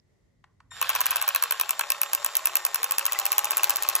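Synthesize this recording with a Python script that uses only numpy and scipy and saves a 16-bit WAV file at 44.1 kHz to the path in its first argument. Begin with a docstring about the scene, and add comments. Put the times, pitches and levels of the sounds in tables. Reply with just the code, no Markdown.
"""A cordless ratchet runs free close to a phone held over a workbench. Two faint trigger clicks come first; at a
third the motor controller whistles and the gears whir up. Then each swing of the head gives two pawl ticks, noise
bursts that ring the metal body, and two duller knocks of that body. The wrist soon turns the tool on its side,
which recolours whir and ticks, and near 3 s a gear squeaks twice. Room hiss and handling rumble run throughout."""
import sys
import numpy as np
from scipy import signal
from scipy.fft import rfft, irfft
from scipy.io import wavfile
from scipy.ndimage import uniform_filter1d

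SR = 44100
rng = np.random.default_rng(int(sys.argv[2]) if len(sys.argv) > 2 else 0)


def put_to_file(sound):
    """Save the sound as 16-bit audio at rate SR, in the file named by the first command-line argument."""
    columns = np.atleast_2d(sound).T  # one column per channel
    safe = np.clip(columns, -1, 1)
    whole_steps = np.round(safe * 32767)
    wavfile.write(sys.argv[1], SR, whole_steps.astype(np.int16))


def boost(x):
    """Linear amplitude factor 10**(x/20) for a level x in decibels (scalar or array-like)."""
    u = np.asarray(x, float) / 20
    return 10 ** u


N = 176400

# Swings of the head. Each row: start in seconds, first tick in dB before the tick trim, body ring against that
# tick in dB before the ring trim, second tick against the first in dB, knock in dB.
HEAD_SWINGS = [(0.8131, -9.5, -4.5, -2.5, -18), (0.891, -11.5, -4.5, -2.5, -29),
               (0.9502, -12.5, -3.5, -1.5, -41), (1.0046, -10, -8, -0.5, -39), (1.0565, -10.5, -8, 1, -42),
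               (1.106, -12.5, -6.5, -3, -16), (1.1577, -10.5, -10, -3, -17.5),
               (1.2139, -12.5, -8, 2.5, -17.5), (1.277, -13, -4.5, 4, -17.5), (1.347, -10.5, -3.5, 0, -25),
               (1.4235, -9, -7.5, 0, -22), (1.5077, -10.5, -6, 0, -21.5), (1.5965, -12, -5, 5, -20),
               (1.6911, -11.5, -6.5, 3, -22.5), (1.7926, -9.5, -4.5, -2, -18.5),
               (1.9015, -6.5, -10, -3, -22.5), (2.014, -9, -9.5, -1.5, -21.5),
               (2.1313, -9, -14, 0.2, -22.5), (2.245, -9, -11.5, -2, -25), (2.352, -10, -15.5, 2, -23.5),
               (2.455, -8, -11.5, -2.5, -23), (2.5535, -6.5, -14, -3, -26.5),
               (2.6493, -6.5, -14.5, -6.5, -29), (2.7436, -10.5, -11.5, -1.5, -26.5),
               (2.8294, -12, -9.5, 1, -21.5), (2.9082, -11, -11, 1, -23.5), (2.9817, -7, -14.5, -6, -17.5),
               (3.0528, -9.5, -15.5, 0.5, -17.5), (3.1205, -11, -19, -3, -19),
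               (3.1874, -10.5, -12.5, -1, -23), (3.2532, -10, -10.5, 0.5, -36),
               (3.3176, -9.5, -11, -2.5, -28), (3.3802, -5.5, -12.5, -4, -27),
               (3.4435, -10.5, -15.5, -4, -18.5), (3.5066, -9.5, -13, -5, -16),
               (3.569, -7.5, -18, -4.5, -14.5), (3.6317, -8, -13, 2, -39), (3.6946, -7.5, -12, -0.5, -21),
               (3.7577, -11.5, -26, -0.5, -21), (3.8228, -11.5, -22, -3, -17),
               (3.887, -7.5, -16.5, -5, -20.5), (3.9516, -6.5, -19, -5, -39)]
START_S = 0.706  # the motor switches on
TURN_S, TURN_TAKES_S = 1.44, 0.4  # the wrist turns the tool on its side


def evened(x):
    """Scales to rms 1."""
    return x / np.sqrt(np.mean(x ** 2) + 1e-20)


def read(points, hz):
    """Reads a table on a log-frequency axis."""
    f, value = np.transpose(points)
    return np.interp(np.log(hz + 1), np.log(f + 1), value)


def add(mix, s, sound):
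    """Mixes a sound in at s seconds, cut off at the end of the mix."""
    part = mix[round(s * SR):][:len(sound)]
    part += sound[:len(part)]


def causal(points):
    """Minimum-phase impulse response of a spectrum, energy 1."""
    hz = abs(np.fft.fftfreq(2048, 1 / SR))
    log_gain = np.log(boost(read(points, hz)))
    taps = np.fft.ifft(np.exp(np.conj(signal.hilbert(log_gain)))).real[:1024]
    return taps / np.linalg.norm(taps)


def drift(per_s):
    """Slow chance of rms 1: per_s random points a second, joined by straight lines."""
    steps = rng.standard_normal(N * per_s // SR + 2)
    return evened(np.interp(np.arange(N) * per_s / SR, np.arange(len(steps)), steps))


def swing_ends():
    """Swing times with one more at the last pace."""
    s = np.array(HEAD_SWINGS)[:, 0]
    return np.append(s, 2 * s[-1] - s[-2])


def tick(s, db):
    """The pawl snaps over a tooth: a burst, one bounce and a short chatter, as a thin snap over a fuller clack."""
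    # Colour of the thin snap. Each row: frequency in Hz, relative level in dB.
    snap_colour = [(8500, -39), (10200, -13.5), (11500, -2), (13000, 10.5), (14300, -1.5), (16300, -14),
                   (17100, -41)]
    # Colour of the fuller clack. Each row: frequency in Hz, relative level in dB.
    clack_colour = [(500, -16.5), (2000, -12), (4600, -4), (6500, 1), (7800, -2), (9300, -9.5),
                    (11000, -14), (14000, -35)]
    lag_s, width_s = 0.0016, 0.0003
    bounce_s, bounce_db, bounce_width_s = 0.002, -17, 0.001
    chatter_db, chatter_t60_s = -20, 0.026
    tick_db, clack_db, flat_db = 4.5, -10, -1.5  # flat_db: the clack is weaker before the tool is turned

    t = np.arange(1200) / SR - lag_s
    burst = np.exp(-(t / width_s) ** 2)
    bounce = boost(bounce_db) * np.exp(-((t - bounce_s) / bounce_width_s) ** 2)
    chatter = boost(chatter_db - 60 * abs(t) / chatter_t60_s) * (t > 0)
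    drive = rng.standard_normal(1200) * (burst + bounce + chatter)
    snap = np.convolve(drive, causal(snap_colour)[:256])
    clack = np.convolve(drive, causal(clack_colour)[:256])
    still_flat = np.clip(1 - (s - TURN_S) / TURN_TAKES_S, 0, 1)
    clack_gain = boost(clack_db + flat_db * still_flat)
    return boost(db + tick_db) * (snap / abs(snap).max() + clack_gain * clack / abs(clack).max())


def ring(db, rise_s):
    """One blow on the metal head and shell: decaying modes, each a little different each time."""
    # Modes of head and shell. Each row: frequency in Hz, relative level in dB, t60 in seconds.
    body_modes = [(619, -8.5, 0.013), (890, -9, 0.02), (1084, 1, 0.023), (1308, -13, 0.052),
                  (1580, 1.5, 0.013), (2355, 12, 0.0056), (2632, 3, 0.017), (2980, 0.5, 0.013),
                  (3348, -5, 0.014), (4190, -1.5, 0.011), (5990, 0.5, 0.0075)]
    detune, scatter_db = 0.025, 3  # rms spread of pitch (as a fraction) and of level
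    t = np.arange(1800) / SR
    hz, mode_db, t60 = np.transpose(body_modes)[:, :, None]
    louder, sharper, phase = rng.standard_normal((3, len(body_modes), 1))
    fading = boost(mode_db + scatter_db * louder - 60 * t / t60)
    modes = fading * np.sin(2 * np.pi * hz * (1 + detune * sharper) * t + 3 * phase)
    return boost(db) * 0.09 * evened(modes.sum(0) * np.minimum(t / rise_s, 1) ** 2)


def head():
    """Each swing snaps the pawl twice, ringing the body, then knocks the body and knocks it softer on return."""
    second_at, knock_at, return_at = 0.147, 0.385, 1  # places as fractions of the swing
    return_db = -6  # return knock against the knock
    ring_db, ring_lag_s = 1, 0.002
    ring_rise_s, knock_rise_s = 0.0018, 0.0035  # the slower rise makes the knock duller
    ticks, body = np.zeros(N), np.zeros(N)
    for row, length in zip(HEAD_SWINGS, np.diff(swing_ends())):
        s, first_db, body_db, second_db, knock_db = row
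        for at, hit_db in ((s, first_db), (s + second_at * length, first_db + second_db)):
            add(ticks, at, tick(at, hit_db) if at == s else tick(s, hit_db))
            add(body, at + ring_lag_s, ring(first_db + body_db + ring_db, ring_rise_s))
        add(body, s + knock_at * length, ring(knock_db, knock_rise_s))
        add(body, s + return_at * length, ring(knock_db + return_db, knock_rise_s))
    return ticks + body


def gears():
    """Tooth rattle and hiss through the housing, with wavering mesh tones locked to the swing rate."""
    # Course of the whir. Each row: time in seconds, level in dB before whir_db.
    whir = [(0.71, -49.5), (0.76, -45.5), (0.85, -37.5), (0.93, -37), (1.21, -39.5), (1.48, -42),
            (1.91, -42.5), (2.14, -42), (2.85, -41.5), (3.0, -40), (3.51, -39), (4.0, -38)]
    # Housing colour before the turn. Each row: frequency in Hz, relative level in dB.
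    housing_flat = [(250, -31.5), (450, -18.5), (800, -6.5), (1100, -5.5), (1600, -1.5), (2000, -8),
                    (2600, -7), (3600, -5), (5000, -11.5), (9000, -24), (13000, -13), (17000, -59)]
    # Housing colour once on its side. Each row: frequency in Hz, relative level in dB.
    housing_side = [(250, -30), (350, -7.5), (520, -9), (560, 1), (610, -6), (790, -1.5), (840, 4.5),
                    (900, -3.5), (1080, 5), (1350, -2.5), (2700, -6), (4800, -8), (7500, -11.5),
                    (9300, -23), (13000, -7), (14800, -24), (17000, -56)]
    # Mesh tones. Each row: multiple of the swing rate, level in dB, frequency in Hz under which it is silent.
    mesh_tones = [(26.2, -59, 390), (39.3, -52, 410), (52.4, -45, 730), (65.5, -55, 500)]
    spin_up_s, whir_db = 0.09, 1
    teeth_per_s, spread_db, smooth_share = 2000, 2, 0.35  # teeth a second at 14 swings a second
    waver, flutter_db = 0.008, 4  # rms of pitch (as a fraction) and of level

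    t, s = np.arange(N) / SR, swing_ends()
    on = np.clip((t - START_S) / spin_up_s, 0, 1)
    pace = np.interp(t, (s[1:] + s[:-1]) / 2, 1 / np.diff(s))
    rate = uniform_filter1d(pace, 2000) * on  # swings a second

    struck = rng.random(N) < teeth_per_s * rate / 14 / SR
    teeth = boost(spread_db * np.minimum(rng.exponential(1, N), 4)) * struck
    rough = evened(teeth * rng.standard_normal(N))
    drive = smooth_share * rng.standard_normal(N) + (1 - smooth_share) * rough

    turned = np.pi / 2 * np.clip((t - TURN_S) / TURN_TAKES_S, 0, 1)
    flat = evened(signal.oaconvolve(drive, causal(housing_flat))[:N])
    side = evened(signal.oaconvolve(drive, causal(housing_side))[:N])
    rattle = flat * np.cos(turned) ** 2 + side * np.sin(turned) ** 2
    rattle *= boost(np.interp(t, *np.transpose(whir)) + whir_db)

    mesh = np.zeros(N)
    for multiple, db, low_hz in mesh_tones:
        level = boost(db + flutter_db * drift(40))
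        fade = np.clip((multiple * rate / low_hz - 1) * 8, 0, 1)
        turns = np.cumsum(rate * (1 + waver * drift(40))) / SR
        mesh += level * fade * np.sin(2 * np.pi * multiple * turns)
    return np.minimum(on * 8, 1) * rattle + on ** 2 * mesh


def controller():
    """The chopped motor current whistles at a fixed pitch; low harmonics flutter and surge most at switch-on."""
    # Whistle partials. Each row: harmonic number, level in dB before surge and flutter.
    chop = [(1, -54), (2, -52), (3, -64), (4, -50), (5, -66), (6, -65)]
    chop_hz, flutter_db = 1828.7, 3.5
    inrush_db, inrush_s = 8, 0.1
    t = np.arange(N) / SR - START_S
    surge_db = inrush_db * np.exp(-np.maximum(t, 0) / inrush_s)
    tones = np.zeros(N)
    for k, db in chop:
        level = boost(db + (surge_db + flutter_db * drift(30)) / np.sqrt(k))
        tones += level * np.sin(2 * np.pi * (k * chop_hz * t + rng.random()))
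    return tones * np.clip(t / 0.0058, 0, 1)


def trigger():
    """Small dull plastic clicks: short decaying noise with a soft onset."""
    # Clicks of the trigger. Each row: start in seconds, peak in dB.
    clicks = [(0.44, -40), (0.602, -43), (0.716, -37.5)]
    # Colour of the plastic. Each row: frequency in Hz, relative level in dB.
    click_colour = [(500, -23), (1080, 5), (1500, -5), (2400, -10), (4000, -20), (9000, -30), (12000, -48)]
    t60_s, rise_s = 0.021, 0.0023
    out, t = np.zeros(N), np.arange(1500) / SR
    for s, db in clicks:
        burst = rng.standard_normal(1500) * boost(-60 * t / t60_s) * np.minimum(t / rise_s, 1)
        click = np.convolve(burst, causal(click_colour))
        add(out, s, boost(db) * click / abs(click).max())
    return out


def squeaks():
    """A gear squeaks: brief pure tones that swell and fade."""
    # Squeaks. Each row: start in seconds, level in dB, pitch in Hz.
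    gear_squeaks = [(3.085, -32.5, 1936), (3.155, -31, 2000)]
    length_s = 0.017
    out, t = np.zeros(N), np.arange(0, length_s, 1 / SR)
    for s, db, hz in gear_squeaks:
        add(out, s, boost(db) * np.sin(np.pi * t / length_s) * np.sin(2 * np.pi * hz * t))
    return out


def tail(seconds):
    """Dense random reflections, each band dying at its own speed, energy 1."""
    # Decay of the room. Each row: frequency in Hz, t60 in seconds.
    room = [(300, 0.4), (1200, 0.35), (4000, 0.18), (13000, 0.11)]
    hz, t, z = signal.stft(rng.standard_normal(int(seconds * SR)), SR, nperseg=128)
    fading = boost(-60 * t / read(room, hz)[:, None])
    out = signal.istft(z * fading, SR, nperseg=128)[1]
    return out / np.linalg.norm(out)


def scattered(x):
    """The same sound over short paths that shift as the hands move: slowly wandering phases per band."""
    z = signal.stft(x, nperseg=256, noverlap=192)[2]
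    wander = rng.standard_normal((z.shape[1], 129, 2)).T
    wander = uniform_filter1d(wander, size=5, axis=1)  # over bands
    a, b = uniform_filter1d(wander, size=30, axis=2)  # over time
    return signal.istft(z * np.exp(1j * np.arctan2(a, b)), nperseg=256, noverlap=192)[1][:N]


def ports(x):
    """Two microphone ports: a shared path with a phase lead, and a scattered path from the bench that differs."""
    # Likeness of the two ports. Each row: frequency in Hz, likeness from 0 to 1.
    same = [(300, .25), (700, .45), (1100, .93), (2000, .93), (3000, .5), (3800, .25), (5000, .65),
            (5700, .85), (6800, .97), (9000, .8), (11400, .98), (13400, .998), (15800, .92)]
    # Phase between the ports. Each row: frequency in Hz, radians by which left leads.
    lead = [(700, .1), (2600, .3), (3600, 0), (4600, -1.4), (5000, -2.8), (5300, 0), (7000, -.25),
            (8600, -1.1), (9500, -1.1), (12400, -2.5), (14500, -3.2)]
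    # Balance of the ports. Each row: frequency in Hz, left minus right in dB.
    tilt = [(1500, 0), (2400, 1.5), (3200, 0.5), (4500, 2), (8000, 0.1), (13000, 0.5)]
    hz = np.fft.rfftfreq(N, 1 / SR)
    half = np.arccos(np.clip(read(same, hz), -1, 1)) / 2
    turn = np.exp(0.5j * read(lead, hz)) * boost(read(tilt, hz) / 2)
    shared = rfft(x) * np.cos(half)
    differing = rfft(scattered(x)) * np.sin(half)
    return irfft(np.array([(shared + differing) * turn, (shared - differing) / turn]), N)


def hiss(points, same):
    """Coloured noise of rms 1 in two partly alike channels."""
    a, b = rng.standard_normal((2, N))
    pair = np.array([a, same * a + np.sqrt(abs(1 - same ** 2)) * b])
    gain = boost(read(points, np.fft.rfftfreq(N, 1 / SR)))
    return evened(irfft(rfft(pair) * gain, N))


def air():
    """Quiet room hiss and the low rumble of the hand-held phone, both coloured noise that swells slowly."""
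    # Colour of the room hiss. Each row: frequency in Hz, relative level in dB per Hz.
    air_colour = [(120, -32), (200, 0), (261, -25), (330, -11), (560, -14.5), (745, -21), (1650, -29),
                  (1950, -18), (2400, -31.5), (7120, -32.5), (9470, -41), (11900, -40), (14000, -54)]
    # Course of the handling rumble. Each row: time in seconds, level in dB before the swell.
    rumble = [(0.0, -72.5), (1.0, -61.5), (1.4, -75.5), (4.0, -70.5)]
    # Colour of the rumble. Each row: frequency in Hz, relative level in dB per Hz.
    rumble_colour = [(12, -42), (20, -44), (40, -5), (81, -0.5), (135, -2.5), (167, -9.5), (201, -19.5),
                     (260, -11), (340, -31), (570, -120)]
    air_db, swell_db = -73.5, -2.5  # swell_db is the rumble's; the hiss swells by 1 dB rms
    rumble_db = np.interp(np.arange(N) / SR, *np.transpose(rumble)) + swell_db * drift(12)
    room_hiss = boost(air_db + drift(8)) * hiss(air_colour, 0.14)
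    return room_hiss + boost(rumble_db) * hiss(rumble_colour, 0.75)


def scene():
    """The tool, its reflections and the room air at the phone's two ports."""
    room_db, low_cut_hz = -15, 365
    small = signal.butter(4, low_cut_hz, "high", fs=SR, output="sos")  # the tool radiates no bass
    tool = signal.sosfilt(small, head() + gears() + controller() + trigger() + squeaks())
    delayed_tail = np.append(np.zeros(260), tail(0.4))  # reflections start 260 samples late
    wet = signal.fftconvolve(tool, delayed_tail)[:N]
    return ports(tool + boost(room_db) * wet) + air()


def top_cut(x):
    """Nothing passes above the cut-off."""
    return signal.sosfilt(signal.butter(12, 17140, fs=SR, output="sos"), x)


def record(dry):
    """The finished mix as the phone stores it."""
    return top_cut(dry)


dry = scene()
out = record(dry)
put_to_file(out)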